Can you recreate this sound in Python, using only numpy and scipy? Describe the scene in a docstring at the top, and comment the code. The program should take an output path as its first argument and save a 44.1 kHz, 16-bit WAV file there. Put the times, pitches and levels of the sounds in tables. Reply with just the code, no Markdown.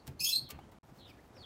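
"""A wooden hutch under a plastic roof, in a garden. A rabbit squeals once: a harsh cry whose
vocal folds break upward twice, rasping in the throat and ringing in the hutch. Before and after
it, claws scratch, paws thump the boards and loose wood knocks. Faint chirps, mostly falling and
probably birds, sit over the garden's low murmur. Midway, all sound cuts out for a moment."""
import sys
import numpy as np
from scipy import signal
from scipy.fft import rfft, irfft
from scipy.io import wavfile

SR = 44100
rng = np.random.default_rng(int(sys.argv[2]) if len(sys.argv) > 2 else 0)


def master(y):
    """Save y as 16-bit WAV."""
    cut = np.clip(np.atleast_2d(y).T, -1, 1)
    pcm = np.round(cut * 32767)  # scale
    wavfile.write(sys.argv[1], SR, pcm.astype(np.int16))


N = 63945
T = np.arange(N) / SR


def amp(db):
    """Decibels to gain."""
    return 10 ** (np.asarray(db) / 20)


def unit(x):
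    """Normalise to rms 1."""
    return x / np.sqrt(np.mean(x ** 2) + 1e-20)


def curve_at(points, hz):
    """Read a curve on a log-frequency axis."""
    f, value = np.transpose(points)
    return np.interp(np.log(hz + 1), np.log(f + 1), value)


def fader(times, db):
    """Ride a level curve, with a fast fade beyond either end."""
    outside = np.maximum(times[0] - T, 0) + np.maximum(T - times[-1], 0)
    return amp(np.interp(T, times, db)) * np.exp(-outside * 1000)


def shaped_noise(gain):
    """Noise at rms 1, coloured by the function gain(Hz)."""
    return unit(irfft(rfft(rng.standard_normal(N)) * gain(np.fft.rfftfreq(N, 1 / SR)), N))


def eq_noise(points):
    """Noise coloured by an EQ curve."""
    return shaped_noise(lambda f: amp(curve_at(points, f)))


def wander(hz):
    """Random modulator, rolling off above hz."""
    return shaped_noise(lambda f: 1 / (1 + (f / hz) ** 4))


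def burst(start, attack, decay):
    """Envelope: linear attack, exponential decay."""
    t = np.maximum(T - start, 0)
    return np.minimum(t / attack, 1) * np.exp(-np.maximum(t - attack, 0) / decay)


def ring(start, hz, t60):
    """One struck mode ringing out."""
    t = np.maximum(T - start, 0)
    return np.sin(2 * np.pi * hz * t) * 1e-3 ** (t / t60)


# Colour of the garden bed: f/Hz, level/dB
GARDEN_EQ = [(20, -23.5), (32, -9), (50, -0.5), (86, 3), (180, -3), (250, -3.5), (420, -7), (540, -8.5),
             (730, -8), (1180, -14), (2390, -23.5), (3040, -26), (7000, -32), (15800, -41.5)]
# Its fader ride: t/s, level/dB
GARDEN_RIDE = [(0, -58.5), (.3, -61.5), (.7, -59), (0.949, -59), (1.28, -59), (1.38, -55.5), (1.45, -58.5)]
def garden(swell_db=1.32, swell_hz=25):
    """A low outdoor murmur, slightly uneven in level."""
    return eq_noise(GARDEN_EQ) * fader(*np.transpose(GARDEN_RIDE)) * amp(swell_db * wander(swell_hz))


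# Distant calls: t/s, length/s, first f/Hz, last f/Hz, blur/Hz, relative level/dB
CHIRPS = [(-.03, 0.06, 4670, 4200, 400, -71.5), (0.429, .065, 4480, 3400, 455, -57),
          (0.495, 0.074, 3240, 2550, 403, -70.5), (0.612, 0.031, 2950, 3140, 150, -72.5),
          (0.983, 0.083, 4325, 3800, 220, -62.5), (0.992, .12, 3800, 2887, 500, -63),
          (1.047, 0.038, 3700, 3490, 202, -61.5), (1.092, 0.031, 2650, 2286, 149, -63),
          (1.073, 0.042, 5100, 4650, 500, -67.5), (1.183, 0.023, 1650, 2200, 149, -68.5),
          (1.349, 0.048, 5720, 4870, 283, -67), (1.379, 0.061, 4720, 4150, 180, -59.5),
          (1.425, 0.032, 3710, 3200, 244, -56)]
def chirps():
    """Hoarse far-off chirps, each a narrow band of noise on one short glide."""
    out = np.zeros(N)
    for start, length, first_hz, last_hz, blur_hz, db in CHIRPS:
        progress = np.clip((T - start) / length, 0, 1)
        phase = 2 * np.pi * np.cumsum(first_hz + (last_hz - first_hz) * progress) / SR
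        fuzzy_tone = wander(blur_hz) * np.sin(phase) + wander(blur_hz) * np.cos(phase)
        out += amp(db) * np.sqrt(progress * (1 - progress)) * fuzzy_tone
    return out


# Reverb time of the hutch: f/Hz, t60/s
HUTCH_DECAY = [(200, 0.9), (2500, 0.34), (4200, 0.29), (8000, 0.19), (14000, 0.2)]
def hutch_tail(x, build_s=0.036):
    """The hutch's diffuse tail, darkening as it dies."""
    hz, t, spectrum = signal.stft(rng.standard_normal(SR // 2), SR, nperseg=256)
    decay = 1e-3 ** (t / curve_at(HUTCH_DECAY, hz)[:, None])
    tail = signal.istft(spectrum * decay, SR, nperseg=256)[1]
    tail *= np.minimum(T[:len(tail)] / build_s, 1)
    return signal.fftconvolve(x, tail / np.linalg.norm(tail))[:N]


# Bounces off boards and roof: delay/s, level/dB
REFLECTIONS = [(.0031, -37), (.0058, -26), (.0094, -14.5), (0.0126, -14.5)]
def early_reflections(x):
    """The nearest surfaces each throw back one tight slap."""
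    return sum(amp(db) * np.interp(T - delay, T, x, left=0) for delay, db in REFLECTIONS)


def hutch_scatter(x, predelay_s=0.011, attack_s=0.0045, decay_s=0.017, taps_per_s=1500):
    """A short, dense spray of reflections inside the hutch."""
    taps = rng.standard_normal(N) * (rng.random(N) < taps_per_s / SR)
    impulse = (taps * burst(predelay_s, attack_s, decay_s))[:SR // 4]
    return signal.fftconvolve(x, impulse / np.linalg.norm(impulse))[:N]


# Narrow resonances of the enclosure: f/Hz, level/dB
HUTCH_MODES = [(2501, 9), (2658, 3), (3390, -3), (4083, -3.5), (4221, -5), (4691, -4), (5051, 1.5),
               (5260, -2.5), (6500, 7.5), (6815, -7.5), (9581, -3), (9855, 8.5), (13160, 3), (13600, -7)]
def hutch_ring(x, width_hz=29):
    """The enclosure favours a few pitches and rings briefly at them."""
    t = T[:SR // 4]
    damping = np.pi * width_hz
    modes = sum(amp(db) * np.cos(2 * np.pi * hz * t) for hz, db in HUTCH_MODES)
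    return signal.fftconvolve(x, modes * np.exp(-damping * t) * 2 * damping / SR)[:N]


# Paw landings: t/s, level/dB, attack/s, thud decay/s
PAW_HITS = [(.079, -37, 0.0076, 0.054), (0.199, -48.5, 0.0085, 0.03), (0.375, -48, 0.0054, 0.047),
            (.422, -45, 0.0064, 0.033), (.515, -46, 0.01, 0.13), (0.899, -51.5, 0.021, 0.073),
            (1.366, -62, 0.0057, 0.016)]
# Body of the floorboards: f/Hz, level/dB, t60/s
BOARD_MODES = [(82.6, -8.5, 0.83), (136.7, 4.5, 0.27), (179, -2.5, 0.077), (241.5, -2.5, 0.06),
               (372, -14.5, .35), (560, -42, 0.17)]
def paw_thumps(thud_db=-9, thud_hz=290):
    """Each paw lands with a dull thud and rings the low modes of the boards."""
    thud = shaped_noise(lambda f: f ** 2 / (70 ** 2 + f ** 2) / (1 + (f / thud_hz) ** 4))
    out = np.zeros(N)
    for start, db, attack, decay in PAW_HITS:
        modes = sum(amp(mode_db) * ring(start, hz, t60) for hz, mode_db, t60 in BOARD_MODES)
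        boom = 0.58 * modes * burst(start, attack, 4 * decay)
        out += amp(db) * (boom + amp(thud_db) * thud * burst(start, attack, decay))
    return out


# Hits of loose wood: t/s, level/dB, f/Hz, t60/s, relative clatter/dB
WOOD_HITS = [(.078, -55.5, 874, .11, 6.5), (.494, -52.5, 1184, 0.16, -3), (.513, -53, 427, 0.18, 4.5),
             (.545, -43.5, 77, 0.16, 6), (0.588, -41.5, 796, 0.036, -9), (.72, -59, 945, 0.034, 5.5),
             (1.365, -52.5, 522, 0.077, 0)]
# Partials of a knock: ratio to its pitch, level/dB
WOOD_MODES = [(1, 2), (1.55, -10), (2.75, -15)]
# Colour of the clatter: f/Hz, level/dB
CLATTER_EQ = [(100, 11.5), (300, 4), (1200, -3), (2800, -2.5), (6000, -35), (16000, -50)]
def wood_knocks(attack_s=0.0023):
    """Loose wood knocks: hollow modes plus a brief clatter, turned down for low-pitched hits."""
    noise, out = eq_noise(CLATTER_EQ), np.zeros(N)
    for start, db, hz, t60, clatter_db in WOOD_HITS:
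        modes = sum(amp(mode_db) * ring(start, hz * ratio, t60) for ratio, mode_db in WOOD_MODES)
        body = modes * np.clip((T - start) / attack_s, 0, 1)
        clatter = noise * min(hz / 700, 1) * burst(start, attack_s, t60 / np.log(1000))
        out += amp(db) * (body + amp(clatter_db) * clatter)
    return out


# Claw strokes on wood: t/s, level/dB, attack/s, decay/s
CLAW_STROKES = [(0.063, -58.5, 0.0034, 0.028), (0.0698, -47.5, 0.00079, 0.004),
                (.077, -42.5, 0.00051, 0.0033), (0.488, -51, 0.0043, .008), (0.499, -47.5, 0.0051, 0.0057),
                (.504, -42.5, 0.00039, 0.0069), (0.507, -42.5, 0.00092, 0.0031), (0.589, -66, .002, .008),
                (0.713, -63, 0.0045, .012), (1.365, -72, 0.0024, 0.0027)]
# Fur and bedding shifting: t/s, level/dB
RUSTLE_RIDE = [(.85, -73), (.93, -77.5), (.975, -66.5), (1.04, -82.5), (1.101, -65), (1.14, -78),
               (1.2, -80), (1.28, -71), (1.32, -95), (1.45, -87)]
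# Colour of both: f/Hz, level/dB
CLAW_EQ = [(200, -7.5), (1200, -5.5), (2200, -1.5), (3500, 0.5), (6500, -2.5), (10000, -6), (14000, -0.5),
           (16000, -3.5)]
def claws_and_rustle(grit=0.34, grit_hz=2500):
    """Claws scrape the wood in short, gritty strokes over a faint rustle."""
    strokes = sum(amp(db) * burst(start, attack, decay) for start, db, attack, decay in CLAW_STROKES)
    texture = unit(eq_noise(CLAW_EQ) * np.exp(grit * wander(grit_hz)))
    return texture * (strokes + fader(*np.transpose(RUSTLE_RIDE)))


# Resonances of throat and mouth: f/Hz, width/Hz, level/dB
FORMANTS = [(2670, 210, -8), (3350, 130, -27), (4300, 290, -18), (4650, 330, 1), (5126, 260, 2.5),
            (5770, 220, -3), (6260, 240, 1), (6730, 137, 1), (8940, 450, -5.5), (9200, 270, -19),
            (11270, 230, -11.5), (13300, 1200, -5.5), (15870, 420, -31)]
# Rasp through the cry: t/s, level/dB
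RASP_RIDE = [(0.192, -58), (.2, -43.5), (.215, -38.5), (.236, -49), (.247, -28), (.262, -33.5), (.28, -51),
             (.295, -31), (.32, -46.5), (.338, -63), (.36, -43), (.39, -76)]
def throat_rasp(flutter=0.25, flutter_hz=400):
    """Chaotic vibration rings the throat's resonances in uneven spurts."""
    def formant_gain(f):
        peaks = (amp(db) ** 2 / (1 + (2 * (f - hz) / width) ** 2) ** 1.13 for hz, width, db in FORMANTS)
        return np.sqrt(sum(peaks))
    spurts = shaped_noise(formant_gain) * np.exp(flutter * wander(flutter_hz))
    return unit(spurts) * fader(*np.transpose(RASP_RIDE))


# Pitch shake through the cry: t/s, rms depth/share of the pitch
JITTER_DEPTH = [(.195, 0.022), (.215, 0.013), (.236, 0.0045), (.25, 0.013), (.275, 0.0069), (.3, 0.011),
                (.342, 0.0045), (.36, 0.012), (.39, 0.016)]
def vocal_folds(contour, harmonics_db, brighten_db=0, jitter_hz=443, shimmer=0.37, shimmer_hz=383):
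    """One register of the voice: the folds' harmonics, shaky in pitch and strength."""
    times, hz, db = np.transpose(contour)
    jitter = np.interp(T, *np.transpose(JITTER_DEPTH)) * wander(jitter_hz)
    phase = 2 * np.pi * np.cumsum(np.interp(T, times, hz) * (1 + jitter)) / SR
    cry_start = LOW_REGISTER[0][0]
    bloom = 1 - np.exp(-np.maximum(T - cry_start, 0) / 0.0097)  # upper harmonics open as the cry starts
    shrill = amp(brighten_db * np.interp(T, times[[0, -1]], [-.5, .5]))
    tone = 0
    for k, harmonic_db in enumerate(harmonics_db, 1):
        gain = amp(harmonic_db) * (bloom if k > 2 else 1) * (shrill if k > 1 else 1)
        tone += gain * np.sin(k * phase) * (1 + shimmer * wander(shimmer_hz))
    return unit(tone) * fader(times, db)


# Contours of the cry's three registers: t/s, f/Hz, level/dB
LOW_REGISTER = [(.196, 2100, -41.5), (.203, 2400, -39.5), (.21, 2533, -33), (.217, 2557, -32),
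                (.225, 2571, -36.5), (.235, 2630, -35), (.253, 2626, -33.5), (.274, 2640, -57),
                (.293, 2630, -38.5), (.304, 2640, -38), (.322, 2655, -35.5), (.335, 2650, -62)]
MID_REGISTER = [(.238, 3170, -64), (.252, 3116, -47), (.266, 3209, -35), (.281, 3373, -30.5),
                (.303, 3476, -38.5), (.316, 3250, -46)]
HIGH_REGISTER = [(.318, 4040, -46.5), (.332, 4120, -24), (.349, 4060, -32), (.361, 4200, -23),
                 (.372, 4366, -36.5), (.38, 4440, -33.5), (.387, 4295, -41), (.398, 4220, -47)]
def squeal(low_cut_hz=2467):
    """The voice jumps up through three registers, rasping at the breaks; the small throat has no lows."""
    low = vocal_folds(LOW_REGISTER, harmonics_db=[-10.5, 1.5, -11, -6, -6.5, -14])
    mid = vocal_folds(MID_REGISTER, harmonics_db=[-1, -7.5, -8.5, -7])
    high = vocal_folds(HIGH_REGISTER, harmonics_db=[0, -12.5, -15], brighten_db=2)
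    low_cut = signal.butter(12, low_cut_hz, "highpass", fs=SR, output="sos")
    return signal.sosfilt(low_cut, low + mid + high + throat_rasp())


def scene():
    """Mono mix: squeal and scuffle up front in the hutch, chirps and garden behind."""
    voice = squeal()
    scuffle = claws_and_rustle() + wood_knocks()
    birds = chirps()
    near = amp(-2.5) * voice + scuffle
    front = amp(-2) * (near + early_reflections(near))
    tail = hutch_tail(amp(-15) * voice + amp(-23.5) * scuffle + amp(-6.5) * birds)
    space = amp(-10.5) * hutch_scatter(voice) + amp(2) * hutch_ring(voice) + tail
    return (front + space + paw_thumps() + amp(6) * birds + garden())[None]


def record(dry, low_cut_hz=27, high_cut_hz=15850, gap_start_s=0.786, gap_end_s=0.832, gap_db=-44):
    """The microphone sheds the deepest bass, the sound cuts out briefly and the top is rolled off."""
    low_cut = signal.butter(4, low_cut_hz, "highpass", fs=SR, output="sos")
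    high_cut = signal.firwin(511, high_cut_hz, window=("kaiser", 9), fs=SR)
    gap = np.clip(np.minimum(T - gap_start_s, gap_end_s - T) / .002, 0, 1)  # 2 ms fades
    ducked = signal.sosfilt(low_cut, dry) * (1 - gap + gap * amp(gap_db))
    return signal.oaconvolve(ducked, high_cut[None], "same")


dry = scene()
out = record(dry)
master(out)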